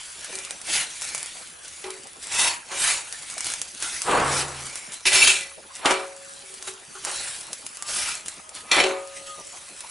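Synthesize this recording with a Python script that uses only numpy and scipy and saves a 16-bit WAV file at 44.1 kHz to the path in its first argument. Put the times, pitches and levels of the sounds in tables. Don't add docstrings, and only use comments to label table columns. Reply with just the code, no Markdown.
import sys
import numpy as np
from scipy import signal
from scipy.fft import rfft, irfft, next_fast_len
from scipy.io import wavfile
from scipy.ndimage import uniform_filter1d, map_coordinates

SR = 44100
rng = np.random.default_rng(int(sys.argv[2]) if len(sys.argv) > 2 else 0)


def decibels_to_gain(level_db):
    exponent = np.asarray(level_db, float) / 20
    return 10 ** exponent


def store_wav(level_fs):
    pcm = np.round(np.clip(np.atleast_2d(level_fs), -1, 1) * 32767)
    wavfile.write(sys.argv[1], SR, pcm.T.astype(np.int16))


N = 436590

# start_s, hiss_db
SIZZLE = [(0, -37.5), (.1, -41), (.3, -37.5), (.6, -43), (.9, -38), (1.1, -36.5), (1.45, -42.5),
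          (1.58, -49.5), (1.8, -43), (2.0, -48), (2.65, -47.5), (3.1, -39.5), (3.45, -37), (3.76, -43),
          (4.0, -40.5), (4.75, -38), (5.03, -46.5), (5.7, -50), (6.5, -43.5), (6.87, -46.5), (7.6, -43),
          (8.44, -54.5), (9.08, -46.5), (9.5, -43), (9.9, -44)]
# peak_s, hiss_db, swell_s (over 20 dB), fade_s (over 20 dB), blade_over_hiss_db
SLIDES = [(.76, -22.5, 0.12, 0.1, -10.5), (2.422, -21.5, 0.14, 0.14, -7), (2.881, -22, 0.17, .14, -8.5),
          (4.39, -25, 0.18, 0.072, -8.5), (7.2, -32, 0.28, .3, -31), (8.0, -25, 0.093, .22, -10)]
# peak_s, hiss_db, fade_s (over 20 dB)
FLARES = [(1.02, -36, 0.59), (1.64, -42, 0.9), (2.23, -36.5, .2), (3.46, -31, 0.24), (3.82, -28.5, 0.55),
          (4.935, -32.5, 0.065), (5.76, -36.5, 0.062), (6.68, -33.5, 0.094), (7.05, -49, 0.38),
          (7.53, -50, 0.067), (7.891, -25, .15), (8.265, -39, 0.33), (8.56, -37.5, .15), (9.17, -36, 0.049),
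          (9.27, -40, 0.11)]
# peak_s, hiss_db, swell_s (over 20 dB), fade_s (over 20 dB), blade_over_hiss_db
BITES = [(1.842, -48.5, .004, 0.026, 16), (1.903, -50, .004, .03, 9.5), (5.056, -21.5, .004, 0.052, 1),
         (5.068, -17, 0.011, 0.088, -1.5), (5.135, -17.5, 0.042, 0.18, -1.5), (5.17, -19.5, .03, .15, -0.5),
         (5.23, -15, 0.048, 0.083, -2.5), (5.277, -14, 0.017, 0.11, 0), (5.34, -33, .03, 0.17, 0.5),
         (8.716, -22, 0.0033, 0.046, 11), (8.76, -30.5, 0.059, 0.041, 7.5),
         (8.801, -32, 0.0036, 0.023, 16.5), (8.84, -38, 0.043, 0.071, 10)]
# peak_s, body_db, swell_s (over 20 dB), fade_s (over 20 dB)
SHUDDERS = [(.33, -51, 0.088, 0.19), (1.858, -38.5, 0.024, 0.13), (2.72, -34.5, 0.036, 0.24),
            (4.11, -23, 0.057, 0.2), (5.862, -17, 0.017, 0.11), (5.909, -19, 0.075, 0.12),
            (7.07, -33.5, 0.027, 0.17), (8.57, -42, 0.078, 0.05), (8.721, -28.5, .006, 0.16),
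            (8.778, -17, 0.053, 0.13), (8.84, -26, 0.068, 0.17)]
# frequency_hz, relative_density_db (per Hz)
HISS_COLOUR = [(350, -21), (600, -23.5), (951, -20.5), (1160, -21.5), (1350, -5), (1850, -4.5), (3280, -3),
               (4780, -3), (9200, -1.5), (10900, 0), (14200, -17), (22000, -120)]
# frequency_hz, relative_density_db (per Hz)
BODY_COLOUR = [(150, -26.5), (250, -12.5), (322, -8), (474, -10), (618, -4.5), (754, -3.5), (880, -2),
               (1110, -3.5), (3500, -13), (4550, -16), (7700, -120)]
# frequency_hz, width_hz, relative_level_db
BLADE_MODES = [(2010, 65, 1.5), (2350, 70, 6.5), (2643, 95, 4.5), (3010, 94, 1.5), (3650, 570, -4.5),
               (4430, 120, -3), (5390, 110, -4.5), (7360, 74, -7)]
# frequency_hz, relative_density_db (per Hz)
AIR_COLOUR = [(18, -41), (30, -25), (69, -12.5), (182, 2), (1240, 8), (1850, 1.5), (2670, 0), (5070, -27),
              (10100, 3), (10900, -5.5), (14200, -22), (22000, -120)]
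# frequency_hz, correlation (-1 to 1)
PORT_LIKENESS = [(60, 1), (220, 0.31), (830, 0.043), (3110, 0.088), (11600, 1)]
# start_s, level_db (before snap and fizz are weighted and filtered)
SNAPS = [(0.2447, -23), (0.3536, -19.5), (0.3873, -22), (0.449, -23), (0.5076, -18.5), (0.6146, -26),
         (1.019, -18), (1.1475, -14.5), (1.178, -19), (1.2287, -20.5), (1.259, -23), (1.904, -21.5),
         (2.034, -30.5), (2.07, -29), (3.125, -19.5), (3.2991, -20.5), (3.3795, -15.5), (3.406, -16),
         (3.4441, -18), (3.467, -15), (3.5006, -19), (3.519, -21), (3.537, -15.5), (3.6154, -14.5),
         (3.8242, -14), (4.018, -14.5), (4.6665, -26), (4.7557, -19), (4.92, -21.5), (5.0539, -32),
         (6.2944, -34), (6.54, -28), (6.6248, -23), (7.049, -15.5), (7.53, -15.5), (7.6646, -20.5),
         (7.7702, -27), (7.8234, -19), (8.26, -22.5), (8.2819, -16), (8.4915, -27.5), (8.5505, -27),
         (8.7166, -20), (8.7999, -30), (9.57, -26.5), (9.8056, -22)]
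# start_s, level_db, pan_over_level_db, vessel_over_level_db, rattle_t60_s
BLOWS_AND_RUBS = [(0.328, -29, -13, -17.5, 0.03), (1.841, -26, -7, -20.5, 0.041),
                  (1.871, -34, -4.5, -32, 0.033), (2.716, -23.5, -19.5, -17.5, 0.045),
                  (4.076, -27.5, -1, -30, 0.036), (5.055, -16, -19, -21, 0.044),
                  (5.159, -17, -15, -32.5, 0.034), (5.273, -19.5, -14, -22.5, 0.04),
                  (5.857, -5, -28, -26, 0.035), (5.908, -9.5, -18.5, -23.5, 0.068),
                  (6.43, -51, -1, -39, 0.04), (6.5, -47, -3, -39, 0.055), (6.6, -50, -3, -37, 0.04),
                  (6.675, -26.5, -13.5, -37, 0.11), (6.951, -43, -3.5, -33, 0.036),
                  (7.07, -26, -22.5, -16.5, 0.037), (8.714, -16.5, -24, -12, 0.07),
                  (8.767, -12, -17, -20, 0.014), (8.8, -28, -21, -17, 0.02), (8.839, -13, -10, -12, 0.037)]
# frequency_hz, relative_level_db, t60_s
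PAN_MODES = [(378, 0.5, 0.41), (430, -9, 0.52), (811, -3, 0.13), (980, -21, 0.41)]
# frequency_hz, relative_level_db, t60_s
VESSEL_MODES = [(335, -8, 0.43), (551.7, -6, 1.29), (630, -14, 0.55), (746, -12, 0.82), (1480, -38, 0.24),
                (1910, -20, .4)]
# peak_s, level_db, swell_s (over 20 dB), fade_s (over 20 dB), pitch_hz
SINGS = [(.45, -46.5, .3, 0.18, 2370), (1.14, -45, .25, 0.21, 2290), (2.45, -32, 0.15, .12, 954),
         (3.42, -46.5, .2, 0.24, 2260), (4.75, -46.5, 0.17, 0.26, 2250)]
# start_s, tone_db (before each tone's own level), scrape_db
DRAG = [(4.049, -51, -42), (4.087, -54, -23.5), (4.146, -50, -20), (4.284, -37, -24), (4.682, -52.5, -49),
        (4.74, -73, -54)]
# pitch_hz, relative_level_db
STAND_TONES = [(74, -5), (137, 0.5)]
# frequency_hz, relative_density_db (per Hz)
SCRAPE_COLOUR = [(15, -40), (25, -5), (44, -19), (134, -9), (189, -11), (515, -3), (569, -6.5), (1190, -2),
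                 (3000, -20), (3900, -47), (6600, -120)]
# start_s, pitch_hz, level_db (before wavering)
WHISTLE = [(7.74, 1175, -79), (7.82, 1173, -48.5), (8.1, 1268, -47), (8.3, 1262, -72), (8.68, 1259, -52),
           (9.0, 1244, -49), (9.26, 1243, -57), (9.3, 1245, -40.5), (9.35, 1235, -43), (9.365, 1243, -55),
           (9.385, 1222, -43), (9.42, 1192, -53), (9.47, 1160, -69)]
# frequency_hz, t60_s
WALL_DECAY = [(200, 0.34), (2000, 0.62), (10000, 0.051)]
# frequency_hz, gain_db
SIDE_GAIN = [(60, -20), (170, -29), (490, -9.5), (1410, -8.5), (4050, -13), (11600, -14)]

DOME = 2.25


def unit(x):
    return x / np.sqrt(np.mean(x ** 2) + 1e-20)


def along(points, hz):
    f, v = np.transpose(points)
    return np.interp(np.log(hz + 1), np.log(f + 1), v)


def curves(rows):
    s, *cols = np.transpose(rows)
    return [np.interp(np.arange(N) / SR, s, c) for c in cols]


def wobble(rate):
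    knots = rng.standard_normal(int(N * rate / SR) + 4)
    return map_coordinates(knots, [np.arange(N) * rate / SR])


def filtered(x, response):
    m = next_fast_len(N + SR // 2)
    return irfft(rfft(x, m) * response(np.fft.rfftfreq(m, 1 / SR)), m)[..., :N]


def resonances(modes):
    def response(f):
        return sum((-1) ** k * decibels_to_gain(db) * 1j * f * w / (c * c - f * f + 1j * f * w)
                   for k, (c, w, db) in enumerate(modes))
    return response


def grit(spread_db):
    size = np.minimum(rng.exponential(size=N), 4)
    return unit(rng.standard_normal(N) * decibels_to_gain(spread_db * size))


def coloured(x, spectrum):
    return unit(filtered(x, lambda hz: decibels_to_gain(along(spectrum, hz))))


def patchy(x, depth_db, size=256):
    z = signal.stft(x, nperseg=size)[2]
    across_hz = uniform_filter1d(rng.standard_normal(z.shape), 4, 0)
    field = uniform_filter1d(across_hz, 12, 1)
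    return unit(signal.istft(z * decibels_to_gain(depth_db * unit(field)), nperseg=size)[1][:N])


def tone(hz):
    return np.sqrt(2) * np.sin(2 * np.pi * np.cumsum(hz) / SR)


def swell(s, db, rise, fade, power=1):
    t = np.arange(N) / SR
    distance = np.where(t < s, (s - t) / rise, (t - s) / fade)
    return decibels_to_gain(db - 20 * distance ** power) ** 2


def contact():
    # power, then (hiss, body, blade) in dB over it
    parts = [(decibels_to_gain(curves(SIZZLE)[0]) ** 2, (0, -17.5, -17.5))]
    for s, db, rise, fade, blade_db in SLIDES:
        parts.append((swell(s, db, rise, fade, DOME), (0, -14, blade_db)))
    for s, db, rise, fade, blade_db in BITES:
        parts.append((swell(s, db, rise, fade), (0, -15.5, blade_db)))
    flares = sum(swell(s, db, 0.044, fade) for s, db, fade in FLARES)
    parts.append((flares, (0, -18, -24)))
    parts.append((sum(swell(*row) for row in SHUDDERS), (-10.5, 0, -13)))
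    return np.sqrt(sum(decibels_to_gain(mix)[:, None] ** 2 * power for power, mix in parts))


def stroke(levels):
    flutter_db = 0.5 * wobble(25) + 1.15 * wobble(90)
    hiss = patchy(coloured(grit(spread_db=1.5), HISS_COLOUR), depth_db=3.0, size=512)
    body = patchy(coloured(grit(spread_db=1.0), BODY_COLOUR), depth_db=3.5)
    blade = patchy(filtered(grit(spread_db=3), resonances(BLADE_MODES)), depth_db=4.5, size=768)
    low = coloured(rng.standard_normal(N), [(15, 5), (35, 9), (130, 8.0), (260, -6), (600, -120)])
    rumble = levels[0] ** 0.77 * decibels_to_gain(-35.5) * low
    return decibels_to_gain(flutter_db) * np.sum(levels * [hiss, body, blade], axis=0) + rumble


def air():
    def turn(hz):
        return np.arccos(np.clip(along(PORT_LIKENESS, hz), -1, 1)) / 2

    noise = np.array([patchy(rng.standard_normal(N), depth_db=6.0) for _ in range(2)])
    mid, side = filtered(noise, lambda hz: decibels_to_gain(along(AIR_COLOUR, hz)) * [np.cos(turn(hz)), np.sin(turn(hz))])
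    hum = decibels_to_gain(-71.5 + 1.8 * wobble(1.26)) * tone(74 + 1.21 * wobble(7.6))
    return decibels_to_gain(-48.5 + 0.23 * wobble(3.2)) * unit(np.array([mid + side, mid - side])) + hum


def snaps(hiss):
    bursts, t = np.zeros(N + SR), np.arange(SR // 16) / SR
    hiss_db = np.minimum(20 * np.log10(hiss), -33)
    events = [(s, db, 0) for s, db in SNAPS]
    for s, e in rng.random((260, 2)):
        tick_db = hiss_db[int(s * N)] + 8.5 - 4 * np.log(1 - .9 * e)
        events.append((s * N / SR, tick_db, -9))
    after = t - .0008
    snap = (after > 0) * decibels_to_gain(-60 * after / .0007) * np.cos(2 * np.pi * 7500 * after)
    fizz = (after > 0) * (decibels_to_gain(-9.5 - 60 * after / 0.04) + decibels_to_gain(-4.5 - 60 * after / 0.0042))
    for s, db, fizz_db in events:
        burst = 2 * snap + decibels_to_gain(fizz_db) * fizz * rng.standard_normal(len(t))
        bursts[round(s * SR):][:len(t)] += decibels_to_gain(db) * burst
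    bright = signal.sosfilt(signal.butter(2, 5500, "high", fs=SR, output="sos"), bursts)
    dull = signal.sosfilt(signal.butter(1, 700, "high", fs=SR, output="sos"), bursts)
    return (bright + decibels_to_gain(-0.5) * dull)[:N]


def blows_and_rubs():
    rattles, rings, t = np.zeros(N + 2 * SR), np.zeros(N + 2 * SR), np.arange(SR) / SR

    def ring(modes, s):
        return sum(decibels_to_gain(db + rng.normal(0, 1) - 60 * t / t60) * np.sin(2 * np.pi * hz * (t + s))
                   for hz, db, t60 in modes)

    onset = 1 - np.exp(-t / 0.0017)
    for s, db, pan_db, vessel_db, rattle_t60 in BLOWS_AND_RUBS:
        start = round(s * SR)
        rattles[start:][:SR] += decibels_to_gain(db - 60 * t / rattle_t60) * rng.standard_normal(SR)
        ringing = decibels_to_gain(pan_db) * ring(PAN_MODES, s) + decibels_to_gain(vessel_db) * ring(VESSEL_MODES, s)
        rings[start:][:SR] += decibels_to_gain(db) * onset * ringing
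    clack = signal.butter(1, [330, 4500], "band", fs=SR, output="sos")
    waver = decibels_to_gain(1.3 * wobble(9))
    return signal.sosfilt(clack, rattles)[:N], waver * rings[:N]


def sings():
    total = np.zeros(N)
    for s, db, rise, fade, hz in SINGS:
        band = unit(filtered(grit(spread_db=4), resonances([(hz, 110, 0)])))
        total += np.sqrt(swell(s, db, rise, fade, DOME)) * band
    return total


def drag():
    before, after = (DRAG[0][0] - .02, -120, -120), (DRAG[-1][0] + .02, -120, -120)
    tone_db, scrape_db = curves([before, *DRAG, after])
    tones = sum(decibels_to_gain(db + 0.61 * wobble(15)) * tone(hz + 1.9 * wobble(15)) for hz, db in STAND_TONES)
    scrape = patchy(coloured(grit(spread_db=1.0), SCRAPE_COLOUR), depth_db=1.5)
    return decibels_to_gain(tone_db) * tones + decibels_to_gain(scrape_db) * scrape


def whistle():
    hz, db = curves(WHISTLE)
    hz = hz + 5 * wobble(40)
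    flicker_db = 1.5 * wobble(30)
    undertone_db = np.minimum(db + 3, -63.5) + 1.9 * wobble(16)
    return decibels_to_gain(db + flicker_db) * tone(hz) + decibels_to_gain(undertone_db) * tone(hz / 2)


def walls(x, stretch):
    hz, t, z = signal.stft(rng.standard_normal(SR // 2), SR, nperseg=256)
    decay = decibels_to_gain(-60 * t / (stretch * along(WALL_DECAY, hz)[:, None]))
    tail = rfft(signal.istft(z * decay, SR, nperseg=256)[1][:SR // 2])
    even = irfft(tail / np.sqrt(uniform_filter1d(np.abs(tail) ** 2, size=40)))
    late = np.pad(x, (200, 0))
    return signal.fftconvolve(late, even[:SR // 3] / np.linalg.norm(even))[:N]


def scene():
    rattles, rings = blows_and_rubs()
    levels = contact()
    near = stroke(levels) + sings() + snaps(levels[0]) + rattles
    tones = rings + drag() + whistle()
    mid = near + decibels_to_gain(-10.5) * walls(near, stretch=0.71) + tones
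    reflections = walls(near + decibels_to_gain(-2) * tones, stretch=0.15)
    side = filtered(reflections, lambda hz: decibels_to_gain(along(SIDE_GAIN, hz)))
    return np.array([mid + side, mid - side]) + air()


def roll_off(x):
    return signal.sosfilt(signal.butter(12, 12200, fs=SR, output="sos"), x)


def record(dry):
    rounded = dry / (1 + np.abs(dry / .8) ** 4) ** (1 / 4)
    kept = filtered(rounded, lambda hz: decibels_to_gain(-np.clip((hz - 10814) * 0.12, 0, 70)))
    return roll_off(kept)


dry = scene()
out = record(dry)
store_wav(out)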